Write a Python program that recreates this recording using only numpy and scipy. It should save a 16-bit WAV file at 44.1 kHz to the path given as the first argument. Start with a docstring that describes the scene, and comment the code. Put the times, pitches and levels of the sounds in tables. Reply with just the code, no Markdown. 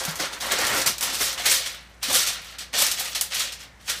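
"""Aluminium foil at a kitchen table, heard close up on one microphone in a small, hard room.
First the sheet is pulled off its roll, which scrapes and knocks in the ringing cardboard box.
At 1 s it is torn at the box's edge, at 2 s the lid lifts, and from 2.7 s the foil is smoothed flat.
All along it buckles in thousands of tiny clicks and some sharp snaps, each smeared by the room;
a faint mains hum lies underneath."""
import sys
import numpy as np
from scipy import signal
from scipy.io import wavfile
from scipy.ndimage import uniform_filter1d

SR = 44100
rng = np.random.default_rng(int(sys.argv[2]) if len(sys.argv) > 2 else 0)


def put_to_file(sound):
    """Save the sound as 16-bit audio at rate SR, in the file named by the first command-line argument."""
    columns = np.atleast_2d(sound).T  # one column per channel
    safe = np.clip(columns, -1, 1)
    whole_steps = np.round(safe * 32767)
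    wavfile.write(sys.argv[1], SR, whole_steps.astype(np.int16))


N = 176400

# The foil's spectrum from close by (frequency [Hz], relative level [dB])
FOIL_COLOUR = [(90, -59), (150, -11), (420, -22), (530, -6.5), (900, -16), (1250, -6.5), (2200, -3),
               (4000, 1.5), (7000, -0.5), (10500, -6.5), (15000, -12)]
# Hands on the sheet, one curve per movement (time [s], level [dB], relative treble [dB])
PULL = [
    [(0.0, -14.5, -7), (0.026, -35, -8), (0.048, -29.5, -8), (0.078, -42, -5), (0.096, -26, -9.5),
     (0.146, -49, -14), (0.154, -43, -2), (0.188, -36, -10)],
    [(0.196, -33, -10), (0.204, -27, -10), (0.268, -30.5, -13.5), (0.306, -55, -6), (0.338, -31.5, -10.5),
     (0.38, -54, -10), (0.4, -48, 3)],
    [(0.41, -31, -7), (0.498, -30.5, -10.5), (0.522, -24, -12), (0.564, -29, -13), (0.614, -25.5, -12),
     (0.628, -28, -10), (0.822, -24, -6), (0.85, -36, -7)],
]
TEAR = [
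    [(1.01, -41, -12), (1.036, -24, -1.5), (1.108, -30.5, -11.5), (1.152, -22.5, -7.5), (1.188, -34.5, -6),
     (1.216, -23, 0), (1.306, -26.5, -10), (1.34, -37, -7), (1.37, -48, -19)],
    [(1.38, -44, -11), (1.388, -25.5, -14), (1.44, -35.5, -10), (1.46, -20.5, -14), (1.528, -18, -1),
     (1.644, -32.5, -13), (1.666, -30.5, -10), (1.886, -59.5, -25.5), (1.95, -56, -18)],
]
LIFT_LID = [
    [(2.01, -67, 4), (2.026, -44, -20), (2.034, -27, -15), (2.084, -28, -9), (2.162, -17, -3),
     (2.262, -28, -10), (2.28, -23, -4.5), (2.394, -39, -18.5), (2.424, -43.5, -13), (2.488, -41, -14.5),
     (2.57, -49, -22)],
]
SMOOTH = [
    [(2.72, -74, -2), (2.73, -53, -13), (2.75, -24, -11.5), (2.82, -18.5, -5.5), (2.966, -33, -10.5),
     (2.998, -27, -9.5), (3.094, -35.5, -18.5), (3.102, -52, 12), (3.14, -26, -14)],
    [(3.312, -33, -7), (3.32, -30, -14.5), (3.422, -24.5, -9), (3.504, -39, -14), (3.524, -42, -9),
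     (3.586, -55, -19), (3.618, -35.5, -11), (3.716, -74, -29), (3.78, -71, -13)],
    [(3.8, -67, -9), (3.808, -51.5, -16), (3.852, -51, -8), (3.9, -23, -7.5), (3.972, -39, -16),
     (4.0, -36, 0)],
]
HANDLING = [*PULL, *TEAR, *LIFT_LID, *SMOOTH]
LEAD_S = 0.0083  # crinkle and rub run this far ahead of their curves

def crinkle(t):
    """Dense tiny buckles follow the hands; sharper creases are brighter."""
    when, _, treble_db = np.vstack(HANDLING).T
    tilt = 0.76 * (np.interp(t + LEAD_S, when, treble_db) + 7)  # no tilt at a treble of -7 dB
    buckles = clicks(per_s=2200, spread_db=5) * follow(HANDLING, t + LEAD_S)
    return amp(-1.5) * radiate(buckles, FOIL_COLOUR, tilt)


def avalanches(t, events, colour):
    """A crease gives way at once and sets off a dying run of clicks."""
    force, tilt = np.zeros(N), np.zeros(N)
    for start, db, decay_s, tilt_db in events:
        run = slice(*np.searchsorted(t, [start, start + 10 * decay_s]))
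        force[run] += amp(db) * np.exp(-(t[run] - start) / decay_s)
        tilt[run] = tilt_db
    grit = unit(sizes(spread_db=3))
    return radiate(force * grit, colour, tilt)


# Runs of collapsing creases (time [s], level [dB], decay [s], tilt [dB/octave])
CRUNCHES = [(0.1986, -15, 0.011, -1), (0.3311, -21, 0.0068, -5), (0.4076, -16.5, 0.0067, 0),
            (0.585, -17.5, 0.0089, 5), (0.778, -15, 0.0059, 6), (0.8607, -8, 0.022, 2),
            (0.873, -7.5, 0.0029, 2), (1.213, -15, 0.0064, -8), (1.4566, -10.5, 0.014, 5.5),
            (1.515, -11.5, 0.011, -8), (1.66, -14, 0.0055, -2), (2.029, -13, 0.0098, 2.5),
            (2.271, -10.5, 0.01, -0.5), (2.584, -20.5, 0.014, -1), (2.605, -24.5, 0.022, -3.5),
            (2.7296, -20, 0.008, -2), (2.786, -9.5, 0.0094, 4.5), (2.9963, -16, 0.0073, 8),
            (3.078, -19, 0.0054, -1), (3.1485, -10.5, 0.018, -0.5), (3.344, -13.5, 0.0054, 4),
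            (3.3937, -11, 0.007, 2), (3.521, -19, 0.0096, -0.5), (3.879, -18, 0.0056, -9.5),
            (3.897, -8.5, 0.0063, 0.5)]

def crunches(t, spots):
    """Creases collapse together where a hand grips or the sheet crumples, and the room answers."""
    return amp(-8.5) * kitchen(avalanches(t, CRUNCHES, FOIL_COLOUR), spots, wander_s=0.0012)


def stray_ticks(t, per_s=35, decay_s=0.00038, tilt_db=2.5):
    """Small snaps at chance moments, growing with the handling up to a limit."""
    times = t[rng.random(N) < per_s / SR]
    scatter_db = rng.uniform(-5.5, 5, len(times))
    handling_db = 20 * np.log10(follow(HANDLING, times) + 1e-9)
    levels = np.minimum(handling_db, -26.5) + 9 + scatter_db
    return [(start, db, decay_s, tilt_db) for start, db in zip(times, levels)]


# A snap's spectrum (frequency [Hz], relative level [dB])
SNAP_COLOUR = [(100, -30), (500, -18), (1000, -10), (2000, -4), (4000, 1.5), (7000, 0.5), (10500, -6),
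               (15000, -10)]
# Sharp snaps near the microphone (time [s], level [dB], decay [s], tilt [dB/octave])
SNAPS = [(0.051, -14.5, 0.0011, 1.5), (0.157, -22, 0.0012, 2.5), (0.52, -12, 0.0014, 3.5),
         (0.614, -17, 0.0013, 2), (0.6679, -16, 0.0015, 4.5), (0.8155, -15, 0.0013, 3),
         (0.982, -18.5, 0.0011, 2.5), (1.0092, -13, 0.0013, 3), (1.035, -14, 0.0013, 3),
         (1.329, -19.5, 0.0013, 3), (2.821, -7.5, 0.0013, 4), (2.866, -12, 0.0013, 2.5),
         (2.9144, -11.5, 0.0013, 2.5), (3.2109, -5, 0.0012, 3)]

def snaps(t, spots):
    """Single creases flip over and echo in the room, too small to radiate bass."""
    flips = avalanches(t, [*stray_ticks(t), *SNAPS], SNAP_COLOUR)
    in_room = kitchen(flips, spots, wander_s=0.0002, wet_db=-0.5)
    return signal.sosfilt(signal.butter(2, 680, "high", fs=SR, output="sos"), in_room)


# Scraped cardboard's spectrum (frequency [Hz], relative level [dB])
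RUB_COLOUR = [(50, -21), (80, -2.5), (120, -18.5), (200, -7.5), (300, -4.5), (420, -7.5), (560, -4),
              (800, -4), (1400, -2), (2200, -3), (4000, -31), (12000, -32)]
# Scraping in the box, one curve per stroke (time [s], level [dB])
RUB_STROKES = [
    [(0.0, -23), (0.042, -39.5), (0.1, -33), (0.108, -42), (0.185, -38.5)],
    [(0.195, -31.5), (0.227, -30.5), (0.237, -33), (0.285, -46), (0.333, -34.5), (0.355, -46),
     (0.39, -35.5)],
    [(0.41, -35), (0.502, -33), (0.53, -26), (0.544, -30.5), (0.776, -26), (0.856, -38.5), (0.872, -26),
     (0.96, -63)],
    [(1.01, -38.5), (1.038, -33.5), (1.2, -43.5), (1.212, -23), (1.25, -47), (1.346, -42), (1.512, -37.5),
     (1.6, -51)],
    [(2.02, -65), (2.036, -33), (2.058, -59), (2.114, -29), (2.152, -35.5), (2.158, -34), (2.268, -68),
     (2.3, -54)],
    [(2.735, -47), (2.743, -28), (2.769, -41), (2.773, -43), (2.829, -31), (2.841, -57), (2.937, -46),
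     (2.95, -46)],
]

def rub(t):
    """Roll and sheet stick and slip against the cardboard."""
    slips = clicks(per_s=1400, spread_db=4.5) * follow(RUB_STROKES, t + LEAD_S)
    return amp(-1) * radiate(slips, RUB_COLOUR)


# Hollow knocks of the roll and the lid (time [s], level [dB], pitch [Hz])
KNOCKS = [(.199, -27.5, 309), (.235, -24.5, 562), (.462, -34, 574), (.588, -23, 498), (0.781, -25.5, 487),
          (1.398, -24, 720), (2.084, -29.5, 266), (2.100, -27.5, 575), (2.105, -39, 87), (2.111, -23, 910),
          (2.156, -26, 513), (2.822, -22.5, 588), (3.008, -25.5, 800)]

def knocks(t, decay_cycles=3.35, rise_s=0.0013):
    """Cardboard struck softly: a few cycles whose pitch depends on the panel that is hit."""
    out = 0
    for start, db, hz in KNOCKS:
        age = np.maximum(t - start, 0)
        envelope = np.exp(-age * hz / decay_cycles) * (1 - np.exp(-age / rise_s))
        out = out + amp(db) * np.sin(2 * np.pi * hz * age) * envelope
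    return out


# Resonances of the box and its tube (frequency [Hz], gain [dB], time to fall 60 dB [s])
BOX_MODES = [(532, 6.5, 0.21), (719, -6.5, 0.1), (858, -1, 0.27), (960, -4.5, 0.17), (1328, -20, 0.05),
             (1385, -3, .15), (1570, -4, 0.21), (1904, -1, 0.11)]

def box(shake):
    """The box rings along with whatever shakes it."""
    out = shake
    for hz, db, t60 in BOX_MODES:
        radius = np.exp(-np.log(1000) / (t60 * SR))
        pole = radius * np.exp(2j * np.pi * hz / SR)
        out = out + amp(db) * 2 * (1 - radius) * signal.lfilter([1], [1, -pole], shake).real
    return out


# Resonances of the table top (frequency [Hz], gain [dB], time to fall 60 dB [s])
TABLE_MODES = [(161, 5.5, 0.15), (177, -6, 0.16)]
# The box bumping on the table (time [s], level [dB])
BUMPS = [(0.079, -28.5), (0.194, -43.5), (.866, -37.5), (2.084, -45)]

def bumps(t, rise_s=0.0061):
    """Dull thuds of the box ring the table top."""
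    out = 0
    for start, db in BUMPS:
        age = np.maximum(t - start, 0)
        ring = sum(amp(gain_db) * np.sin(2 * np.pi * hz * age) * np.exp(-np.log(1000) * age / t60)
                   for hz, gain_db, t60 in TABLE_MODES)
        out = out + amp(db) * ring * (1 - np.exp(-age / rise_s))
    return out


# The kitchen's reverberation (frequency [Hz], time to fall 60 dB [s])
ROOM_T60 = [(200, 0.19), (550, 0.43), (1400, 0.29), (3700, 0.35), (9700, 0.19), (15000, 0.21)]
TAIL_DB = -0.5  # against the early echoes

def echoes(first_echo_s=0.001, early_decay_s=0.012):
    """From one spot on the sheet to the microphone: quick echoes off the table and a diffuse tail."""
    age = np.arange(SR // 2) / SR
    arrived = age > first_echo_s
    tail = arrived * sum(
        band(rng.standard_normal(len(age)), hz) * np.exp(-np.log(1000) * age / at(ROOM_T60, hz))
        for hz in BANDS_HZ)
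    early = arrived * rng.standard_normal(len(age)) * np.exp(-age / early_decay_s)
    return amp(TAIL_DB) * tail / np.linalg.norm(tail) + early / np.linalg.norm(early)


def kitchen(direct, spots, wander_s, wet_db=0):
    """Clicks come from ever-changing spots on the wide sheet, and each spot has its own echoes."""
    width = int(wander_s * SR)
    shares = rng.standard_normal((len(spots), N))
    shares = uniform_filter1d(uniform_filter1d(shares, width), width)
    shares = shares / np.linalg.norm(shares, axis=0)
    wet = sum(signal.fftconvolve(direct * share, spot)[:N] for share, spot in zip(shares, spots))
    return (direct + amp(wet_db) * wet) / np.sqrt(2 + amp(TAIL_DB) ** 2)


# The quiet kitchen around the microphone (frequency [Hz], relative level [dB])
AIR_COLOUR = [(25, -23), (45, -7), (70, -5.5), (110, -7), (160, -6), (300, -17.5), (600, -14.5),
              (1500, -17), (1900, -14), (2300, -26), (6000, -27), (15000, -43)]

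def room_tone(t, hum_hz=58.2):
    """Still air and the low hum of an appliance in the background."""
    air = amp(-53) * radiate(np.ones(N), AIR_COLOUR)
    hum = amp(-55) * np.sqrt(2) * np.sin(2 * np.pi * hum_hz * t)
    return air + hum


BANDS_HZ = 42 * 2 ** (np.arange(18) / 2)  # half-octave centres

def radiate(force, colour, tilt_db=0, pivot_hz=4500, facet_spread_db=2.5):
    """Each click rings every band with its own sign and strength, around a mean colour."""
    gains = amp(at(colour, BANDS_HZ))
    gains = gains / np.sqrt(np.sum(gains ** 2 * BANDS_HZ) / SR / np.sqrt(2))
    facets = unit(rng.choice([-1, 1], N) * amp(facet_spread_db * rng.standard_normal(N)))
    out = 0
    for hz, gain in zip(BANDS_HZ, gains):
        octaves = max(np.log2(hz / pivot_hz), -1)
        drive = force * np.roll(facets, rng.integers(N)) * amp(tilt_db * octaves)
        out = out + gain * band(drive, hz)
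    return out


def clicks(per_s, spread_db):
    """Clicks at random moments; rms 1."""
    return unit((rng.random(N) < per_s / SR) * sizes(spread_db))


def sizes(spread_db):
    """Random click strengths, many small and a few large."""
    return amp(spread_db * np.clip(rng.standard_normal(N), -2, 2))


def follow(curves, t):
    """Gain of a set of level curves, silent between them."""
    return sum(amp(np.interp(t, *np.array(c).T[:2], left=-np.inf, right=-np.inf)) for c in curves)


def band(x, hz):
    """Half-octave band-pass."""
    edges = [hz * 2 ** -.25, hz * 2 ** .25]
    return signal.sosfilt(signal.butter(2, edges, "band", fs=SR, output="sos"), x + 1e-18)


def at(points, hz):
    """Read (frequency [Hz], value) points on a log-frequency axis."""
    freqs, values = np.array(points).T
    return np.interp(np.log(hz), np.log(freqs), values)


def amp(db):
    """Decibels to gain."""
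    return np.exp(np.asarray(db) * (np.log(10) / 20))


def unit(x):
    """Scale to rms 1."""
    return x / np.sqrt(np.mean(x ** 2))


def scene():
    """One microphone at the table: foil and box in front, the kitchen behind."""
    t = np.arange(N) / SR
    spots = [echoes() for _ in range(8)]
    rustle = kitchen(crinkle(t) + rub(t), spots, wander_s=0.004)
    shake = rustle + crunches(t, spots) + snaps(t, spots) + knocks(t)
    return (box(shake) + bumps(t) + room_tone(t))[None]


def record(dry):
    """The recorder cuts the treble above 15.4 kHz."""
    return signal.sosfilt(signal.ellip(10, .2, 70, 15400, fs=SR, output="sos"), dry)


dry = scene()
out = record(dry)
put_to_file(out)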